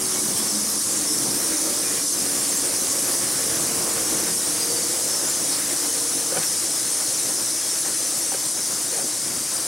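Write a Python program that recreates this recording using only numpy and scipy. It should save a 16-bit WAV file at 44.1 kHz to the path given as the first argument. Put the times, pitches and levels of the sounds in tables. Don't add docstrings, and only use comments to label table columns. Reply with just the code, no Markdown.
import sys
import numpy as np
from scipy import signal
from scipy.fft import rfft, irfft, next_fast_len
from scipy.io import wavfile
from scipy.ndimage import uniform_filter1d

SR = 44100
rng = np.random.default_rng(int(sys.argv[2]) if len(sys.argv) > 2 else 0)


def unload_wav(signal):
    wavfile.write(
        sys.argv[1],
        SR,
        np.round(np.clip(np.atleast_2d(signal).T, -1, 1) * 32767).astype(np.int16),
    )


N = 426438

# (frequency [Hz], relative level [dB per Hz])
COLONY_SPECTRUM = [(1800, -70), (2900, -10.5), (3600, -9.5), (4400, -10.5), (5000, -7), (5500, -5),
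                   (6300, -4.5), (7100, -7), (9200, -1.4), (10300, -4), (11500, -9.5), (13000, -16.5),
                   (14500, -33), (16000, -25)]
# (middle [s], pitch [Hz], length [s], level [dB], glide [octaves])
NEAR_SQUEAKS = [(0.381, 5530, .04, -33, 0.052), (0.383, 11250, .04, -34, .04),
                (0.491, 5350, .018, -32, -.04), (.515, 5480, .03, -33, -.04), (.555, 5650, 0.018, -32, .08),
                (.692, 5200, .018, -30, .06), (.562, 5050, .04, -35, 0.027), (.915, 7360, .035, -30, 0),
                (.975, 7600, 0.038, -32, 0.0093), (1.06, 5600, .015, -34, 0),
                (1.084, 5450, 0.021, -31, -0.095), (1.105, 5200, 0.036, -32, 0.014),
                (1.136, 5360, 0.028, -32, 0.08), (1.455, 5600, 0.027, -33, -0.02),
                (2.06, 5940, .11, -34, .06), (2.13, 6350, .025, -29, -0.0073),
                (2.50, 7530, 0.029, -29, -0.032), (2.527, 6350, .035, -31, -0.017),
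                (2.575, 7600, .04, -31, 0.065), (2.66, 9260, 0.032, -26, 0.012),
                (3.012, 11100, 0.068, -33, .02), (3.085, 11300, 0.12, -36, 0),
                (4.126, 6100, 0.045, -33, -0.0048), (4.138, 10300, 0.039, -33, 0.026),
                (4.38, 11300, 0.077, -38, -0.0062), (4.625, 4920, 0.039, -30, -0.044),
                (4.712, 4690, 0.043, -34, -0.012), (4.775, 4600, 0.036, -33, -.02),
                (4.835, 4640, .03, -35, -0.033), (4.931, 9800, .018, -33, 0),
                (5.13, 5350, 0.11, -34, -0.033), (5.295, 7230, .03, -28, .04),
                (5.347, 6240, .04, -33, -0.0096), (5.535, 5150, .04, -36, 0), (6.453, 11890, 0.044, -35, 0),
                (6.46, 5460, .05, -33, -0.008), (6.933, 8950, 0.035, -30, 0.011),
                (7.25, 6300, 0.04, -33, 0.02), (7.714, 5600, 0.06, -32, 0.00099),
                (7.803, 10720, 0.047, -28.5, -.02), (7.98, 10850, 0.05, -33, 0),
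                (8.194, 11370, 0.066, -36, .04), (9.55, 9100, .04, -29, -0.04)]
# (middle [s], centre [Hz], length [s], level [dB])
NEAR_SCREECHES = [(0.275, 13500, .09, -42), (0.387, 15000, .06, -44), (.68, 13200, .04, -39.5),
                  (0.712, 11300, .04, -31), (1.36, 13700, .12, -41), (1.43, 11600, 0.059, -40),
                  (2.56, 13600, .07, -39), (2.907, 6900, 0.066, -30), (3.107, 10440, .08, -32),
                  (3.15, 15200, .08, -42), (3.32, 14500, .09, -42), (5.536, 4700, .045, -34),
                  (6.434, 3800, 0.0093, -34)]
# (middle [s], pitch [Hz], length [s], level [dB])
PEEPS = [(0.181, 2230, .06, -43.5), (.375, 3180, 0.035, -41), (0.407, 3390, .035, -43),
         (1.866, 2425, .055, -44), (1.995, 2380, .06, -47), (5.9, 3050, 0.049, -43.5),
         (7.654, 3300, .12, -49)]
# (frequency [Hz], time to fall 60 dB [s])
GIRDER_DECAY = [(300, 0.32), (3000, 0.54), (8000, 0.78), (16000, 0.18)]
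# (frequency [Hz], likeness [0-1])
LEFT_RIGHT_LIKENESS = [(60, .94), (150, .92), (290, .955), (640, .92), (1400, .9), (1800, .97),
                       (2300, .998), (3300, .998), (4300, .975), (5200, .965), (9500, .93), (12000, .995),
                       (14000, .999)]
# (frequency [Hz], relative level [dB per Hz])
ROAD_SPECTRUM = [(20, -34), (60, -20.5), (105, -12), (250, -7), (320, -3.5), (415, -8.5), (500, -4.5),
                 (750, -9), (950, -10.5), (1120, -10), (1400, -11), (1900, -11.5), (2700, -15), (4000, -18)]
# (nearest [s], time to half power [s], boom [dB], rumble [dB], tyres [dB])
VEHICLE_PASSES = [(.1, 0.56, -48, -40.5, -55), (1.7, 0.8, -53.5, -39.5, -37), (3.8, 0.46, -45, -44, -37.5),
                  (4, 1.1, -60, -41.5, -34.5), (5.65, 0.19, -69, -54, -37), (9.33, 0.11, -50, -40.5, -58)]
# (middle [s], half length [s], depth [dB])
TRAFFIC_LULLS = [(0.755, 0.14, 3), (1.138, 0.067, 2), (2.087, 0.055, 7), (4.38, .04, 4),
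                 (8.527, 0.037, 2.5), (9.163, .08, 2)]
# (pitch when loudest [Hz], width [Hz], level [dB], loudest [s],
# swell length [s], drift [Hz per s], steady share [0-1])
TRAFFIC_DRONES = [(49.3, 2, -62, 2.3, 2.2, 0, .3), (124.4, 7.8, -56.5, 4.7, 4, 0, 0.18),
                  (172, 2, -51, 4.9, 0.81, -1, .9), (211, 11, -40.5, 0.435, 0.45, -5, 0.53),
                  (203.5, 9, -50, 3.4, 1.5, 0, 0.4), (293.7, 16, -42, 1.2, 2.4, -1.5, 0.09),
                  (283, 5, -43.5, 2.5, 0.3, -17.5, 0.5), (297, 7.9, -46, 4.26, 0.36, 0, 0.4),
                  (286.5, 13, -44.5, 5.8, .4, 0, 0.2), (309, 6, -43.5, 0.075, 0.4, -3.5, .6),
                  (316, 6, -39.5, 1.4, 0.34, -0.5, 0.4), (319.6, 7, -44, 3.9, 0.22, -20, 0.3),
                  (317.2, 36, -44.5, 7.1, 2.5, 0, 0), (372, 8, -43, 0.12, 0.22, 5, 0.3),
                  (356.6, 6.3, -45, 1.7, 0.68, 0.5, 0.4), (348.6, 11, -44.5, 4.2, 2, -1, .2),
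                  (451, 6, -46.5, 1.8, 1.3, 2.5, 0.64), (460, 6.3, -41, 3.91, 0.47, 0, 0.9),
                  (474, 6.1, -40, 4.8, 0.18, 0.5, 0.5), (465, 15, -42.5, 6.06, 0.42, 0.5, 0.3),
                  (526, 20, -48, 3.8, 2.3, 0, 0.37), (552, 8, -44.5, 3.17, 0.28, -0.5, 0.6),
                  (580, 6.5, -45, 1.61, 0.16, 0, .6), (660, 9.3, -51, 3.9, 0.89, 6, 0.1),
                  (1104, 30, -48.5, 3, 1.1, 10.5, 0.08), (1114, 240, -43.5, 0.12, 0.75, -0.5, 0.03)]
# (frequency [Hz], level [dB], time to fall 60 dB [s])
CASING_MODES = [(166, -18, 0.053), (396, -16, .045), (530, -3, 0.043), (770, -5, 0.027), (1240, -12, .025),
                (1520, 1, .018), (2295, -3, 0.022), (3000, -3, 0.02)]
# (time [s], peak level [dB], softness of the touch as contact time [s])
FINGER_KNOCKS = [(6.3225, -19, 0.00032), (6.3245, -24, 0.00025), (6.3612, -19, .00003),
                 (6.3647, -20, 0.00046), (6.3705, -13, 0.00009), (6.3734, -12, 0.000059),
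                 (6.3773, -22, 0.00019), (6.38, -23, 0.000063), (7.842, -34, .00012), (8.3202, -22, 0.0001),
                 (8.341, -21, .00005), (8.346, -26, 0.00027), (8.351, -32, 0.00023), (8.927, -31, 0.00036),
                 (8.95, -24, .00004), (8.976, -31, .0001), (8.997, -26, 0.00014), (9.028, -28, 0.00037)]
# (time of peak [s], peak level [dB], rise [s], decay [s], centre [Hz], width [octaves])
HAND_BUMPS = [(6.324, -28, .002, 0.0069, 520, 0.18), (6.345, -34.5, 0.015, 0.069, 660, 1),
              (6.376, -26, 0.0025, 0.0076, 520, 0.47), (6.39, -32, 0.016, 0.014, 170, 0.38),
              (6.435, -33, 0.021, 0.02, 1890, 0.64), (7.26, -35, 0.025, 0.047, 328, 0.77),
              (7.734, -35, .004, 0.0064, 333, 0.37), (7.85, -34.5, 0.0049, 0.051, 656, 1.5),
              (8.321, -32, 0.004, 0.011, 760, 0.3), (8.345, -38, .014, 0.0074, 1800, 0.56),
              (8.349, -30, 0.0034, 0.0058, 517, 0.45), (8.935, -33, .012, 0.03, 460, 0.35),
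              (8.942, -39, 0.011, .015, 1800, .5), (8.99, -35.5, 0.03, 0.032, 676, 0.32),
              (9.045, -33, 0.017, 0.025, 310, 0.47)]

ROOST_COUNT, CALL_COUNT = 4, 1700
TWITTER_COUNT, RUN_COUNT, CHIRPS_PER_RUN = 56, 30, 5
LOW_HZ, HIGH_HZ = 3100, 15200
FULL_VOICE_HZ = 4300
ROOST_WET_DB, NEAR_WET_DB = -1.5, -10
TWITTER_DB, FAR_DB = -4.5, -6.5
SCREECH_RASP = 1.9

CHATTER_DB, AWAY_S, AWAY_DB_PER_S = -23.5, 7.45, 0.87
TURN_S, TURN_DB_PER_S = 2.9, .39
TOP_HZ, TOP_DB, TOP_DB_PER_S = 12100, 0.5, 1.1

BOOM_DB, RUMBLE_DB, TYRES_DB = -55, -47, -35
SURGE_DB, SURGE_HZ = .5, 9.1
CASING_LOW_HZ, CASING_TOP_HZ = 130, 3500
BUMP_TOP_HZ = 3120
EDGE_HZ = 15850


def gain_of(db):
    return 10 ** (np.asarray(db) / 20)


def evened(x):
    return x / np.sqrt(np.mean(x ** 2) + 1e-20)


def read(points, hz):
    f, value = np.transpose(points)
    return np.interp(np.log(hz + 1), np.log(f + 1), value)


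def add(mix, s, sound):
    part = mix[max(round(s * SR), 0):][:len(sound)]
    part += sound[:len(part)]


def colour(x, shape):
    size = next_fast_len(x.shape[-1])
    gain = shape(np.fft.rfftfreq(size, 1 / SR))
    return irfft(rfft(x, size) * gain, size)[..., :x.shape[-1]]


def split(x, hz):
    low = colour(x, lambda f: 1 / (1 + (f / hz) ** 8))
    return low, x - low


def left_right(pair):
    def likeness(f):
        return np.clip(read(LEFT_RIGHT_LIKENESS, f), 0, .999)

    mid = colour(pair[0], lambda f: np.sqrt((1 + likeness(f)) / 2))
    side = colour(pair[1], lambda f: np.sqrt((1 - likeness(f)) / 2))
    return np.array([mid + side, mid - side])


def girders(x, wet_db):
    noise = rng.standard_normal((2, SR // 2))
    hz, t, z = signal.stft(noise, SR, nperseg=256)
    decay = gain_of(-60 * t / read(GIRDER_DECAY, hz)[:, None])
    tail = signal.istft(z * decay, SR, nperseg=256)[1]
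    tail = tail / np.linalg.norm(tail[0])
    wet = signal.fftconvolve(x[None], tail, axes=1)[:, :N]
    wet_gain = gain_of(wet_db)
    centre = (x + wet_gain * wet[0]) / np.hypot(1, wet_gain)
    return left_right([centre, wet[1]])


def patchy(x, depth_db, seconds, span_hz):
    size, hop = 512, 128
    z = signal.stft(x, SR, nperseg=size, noverlap=size - hop)[2]
    field = rng.standard_normal(z.shape[1:])
    for axis, extent in enumerate([span_hz * size / SR, seconds * SR / hop]):
        field = uniform_filter1d(field, max(round(extent), 1), axis)
    z = z * gain_of(depth_db * evened(field))
    return signal.istft(z, SR, nperseg=size, noverlap=size - hop)[1][:, :N]


def squeak(hz, length, glide, arch, rasp, buzz_hz, jitter=0.012):
    u = np.linspace(-1, 1, max(int(length * SR), 64))
    waver = np.interp(u, np.linspace(-1, 1, 24), rng.standard_normal(24))
    pitch = hz * 2 ** (glide * u / 2 - arch * u ** 2 + jitter * waver)
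    whistle = np.sin(2 * np.pi * np.cumsum(pitch) / SR)
    beat = np.cumsum(buzz_hz * pitch / hz) / SR % 1
    pulses = np.exp(-rasp * beat) * np.sin(np.pi * beat) ** min(abs(rasp), 1)
    return evened(whistle * pulses * np.sqrt(1 - u ** 2))


def colony():
    calls = evened(sum(girders(roost(), ROOST_WET_DB) for _ in range(ROOST_COUNT)))
    calls = calls + gain_of(TWITTER_DB) * evened(girders(twitter(), ROOST_WET_DB))
    hiss = left_right(rng.standard_normal((2, N)))
    far = evened(patchy(hiss, depth_db=2.5, seconds=0.012, span_hz=2500))
    voices = colour(calls + gain_of(FAR_DB) * far, lambda f: gain_of(read(COLONY_SPECTRUM, f)))
    away_db = AWAY_DB_PER_S * np.maximum(np.arange(N) / SR - AWAY_S, 0)
    return gain_of(CHATTER_DB - away_db) * evened(voices)


def roost(shortest=0.009, longest=.034, glide=0.1988, arch=0.1023, rasp=24.6):
    out = np.zeros(N)
    draws = rng.random((CALL_COUNT, 7))
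    pitches = np.cumsum(.3 + .16 * draws[:, 0]) % 1
    for turn, (high, draw) in enumerate(zip(pitches, draws[:, 1:])):
        when, long, slope, bow, harsh, buzz = draw
        hz = LOW_HZ + (HIGH_HZ - LOW_HZ) * high ** 1.1
        length = shortest + (longest - shortest) * long
        voice = min((hz - LOW_HZ) / (FULL_VOICE_HZ - LOW_HZ), 1)
        call_rasp = rasp * (harsh < .3)
        call = squeak(hz, length, glide * (2 * slope - 1.2), arch * bow, call_rasp, 110 + 260 * buzz)
        middle = (turn + when) / CALL_COUNT * N / SR
        add(out, middle - length / 2, voice * call / np.sqrt(length))
    return evened(out)


def twitter(shortest=0.00301, longest=0.00882, sweep=0.516, slowest_hz=35, fastest_hz=110):
    out, beats = np.zeros(N), np.arange(CHIRPS_PER_RUN)
    swell = np.sin(np.pi * (beats + 1) / (CHIRPS_PER_RUN + 1))
    for bat, (long, slope, pace) in enumerate(rng.random((TWITTER_COUNT, 3))):
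        hz = 4800 + 7500 * ((bat + .5) / TWITTER_COUNT) ** 1.3
        length = shortest + (longest - shortest) * long
        direction = 1 if slope < .3 else -1
        glide = sweep * (.6 + .4 * pace) * direction
        chirp = squeak(hz, length, glide, arch=0.058, rasp=0, buzz_hz=0) / np.sqrt(length)
        rate_hz = slowest_hz + (fastest_hz - slowest_hz) * pace
        run_times = (np.arange(RUN_COUNT) + rng.random(RUN_COUNT)) / RUN_COUNT * N / SR
        for s in run_times:
            times = s + (beats - 2 + .2 * rng.random(CHIRPS_PER_RUN)) / rate_hz
            for at, size in zip(times, swell):
                add(out, at, size * chirp)
    return evened(out)


def traffic():
    noise = left_right(rng.standard_normal((2, N)))
    rush = patchy(noise, depth_db=1.35, seconds=0.054, span_hz=700)
    deck, tyres = split(colour(rush, lambda f: gain_of(read(ROAD_SPECTRUM, f))), 432)
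    boom, rumble = split(deck, 160)
    t = np.arange(N) / SR
    power = gain_of([BOOM_DB, RUMBLE_DB, TYRES_DB])[:, None] ** 2
    for s, half, *levels_db in VEHICLE_PASSES:
        nearness = 1 / (1 + ((t - s) / half) ** 2)
        power = power + gain_of(levels_db)[:, None] ** 2 * nearness
    road = sum(evened(band) * np.sqrt(p) for band, p in zip([boom, rumble, tyres], power))
    lull_db = sum(db * np.exp(-((t - s) / half) ** 2) for s, half, db in TRAFFIC_LULLS)
    surge = gain_of(SURGE_DB * wander(SURGE_HZ))
    return (road * gain_of(-lull_db) + drones()) * surge


def drones():
    step = 10
    t = np.arange(next_fast_len(N // step + 1)) * step / SR
    out, spread = np.zeros(len(t), complex), np.fft.fftfreq(len(t), t[1])
    for hz, width, db, s, length, drift, steady in TRAFFIC_DRONES:
        noise = rng.standard_normal((len(t), 2)) @ [1, 1j]
        wobble = np.fft.ifft(np.fft.fft(noise) / (1 + (spread / width) ** 2))
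        share = np.clip(steady, 0, 1)
        waver = np.sqrt(share) + np.sqrt(1 - share) * wobble / wobble.std()
        turns = np.cumsum(hz + drift * (t - s)) * t[1]
        swell = np.exp(-((t - s) / length) ** 2 / 2)
        out += gain_of(db) * np.sqrt(2) * waver * np.exp(2j * np.pi * turns) * swell
    return left_right(signal.resample_poly([out.real, out.imag], step, 1, axis=1)[:, :N])


def wander(top_hz):
    noise = rng.standard_normal(N)
    return evened(colour(noise, lambda f: (f / top_hz) / (1 + (f / top_hz) ** 4)))


def single_calls():
    out = np.zeros(N)
    for s, hz, length, db in PEEPS:
        call = squeak(hz, length, glide=0, arch=0.012, rasp=0, buzz_hz=0, jitter=.005)
        add(out, s - length / 2, gain_of(db) * call)
    for s, hz, length, db in NEAR_SCREECHES:
        rasp = SCREECH_RASP * hz / 1000
        call = squeak(hz, length, glide=0, arch=0.041, rasp=rasp, buzz_hz=327, jitter=0.076)
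        add(out, s - length / 2, gain_of(db) * call)
    for s, hz, length, db, glide in NEAR_SQUEAKS:
        call = squeak(hz, length, glide, arch=0.025, rasp=0.83, buzz_hz=184, jitter=0.0204)
        add(out, s - length / 2, gain_of(db) * call)
    return girders(out, NEAR_WET_DB)


def knocks():
    out, t = np.zeros(N), np.arange(SR // 10) / SR
    ring = sum(gain_of(db - 60 * t / t60) * np.cos(2 * np.pi * hz * t) for hz, db, t60 in CASING_MODES)
    for s, db, contact in FINGER_KNOCKS:
        touch = t * np.exp(-t / contact)
        knock = signal.fftconvolve(ring, touch)[:len(t)]
        add(out, s, gain_of(db) * knock / abs(knock).max())
    return split(split(out, CASING_LOW_HZ)[1], CASING_TOP_HZ)[0]


def bumps():
    out, t = np.zeros(N), np.arange(SR // 2) / SR - .1
    for s, db, rise, decay, hz, octaves in HAND_BUMPS:
        noise = rng.standard_normal(len(t))
        rub = colour(noise, lambda f: np.exp(-(np.log2((f + 1) / hz) / octaves) ** 2 / 2))
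        push = np.exp(-np.maximum(-t / rise, t / decay))
        bump = evened(rub * push) * np.sqrt(np.mean(push ** 2))
        add(out, s + t[0], gain_of(db) * bump)
    return split(out, BUMP_TOP_HZ)[0]


def scene():
    turned_s = np.maximum(np.arange(N) / SR - TURN_S, 0)
    side_db = TURN_DB_PER_S * turned_s / 2
    body, top = split(colony(), TOP_HZ)
    voices = body + top * gain_of(TOP_DB - TOP_DB_PER_S * turned_s) + single_calls()
    low, shrill = split(voices, 5100)
    turned_voices = low + shrill * gain_of([side_db, -side_db])
    return turned_voices + traffic() + knocks() + bumps()


def record(dry):
    low_pass = signal.firwin(511, EDGE_HZ, window=("kaiser", 9), fs=SR)
    return signal.oaconvolve(dry, low_pass[None], "same")


dry = scene()
out = record(dry)
unload_wav(out)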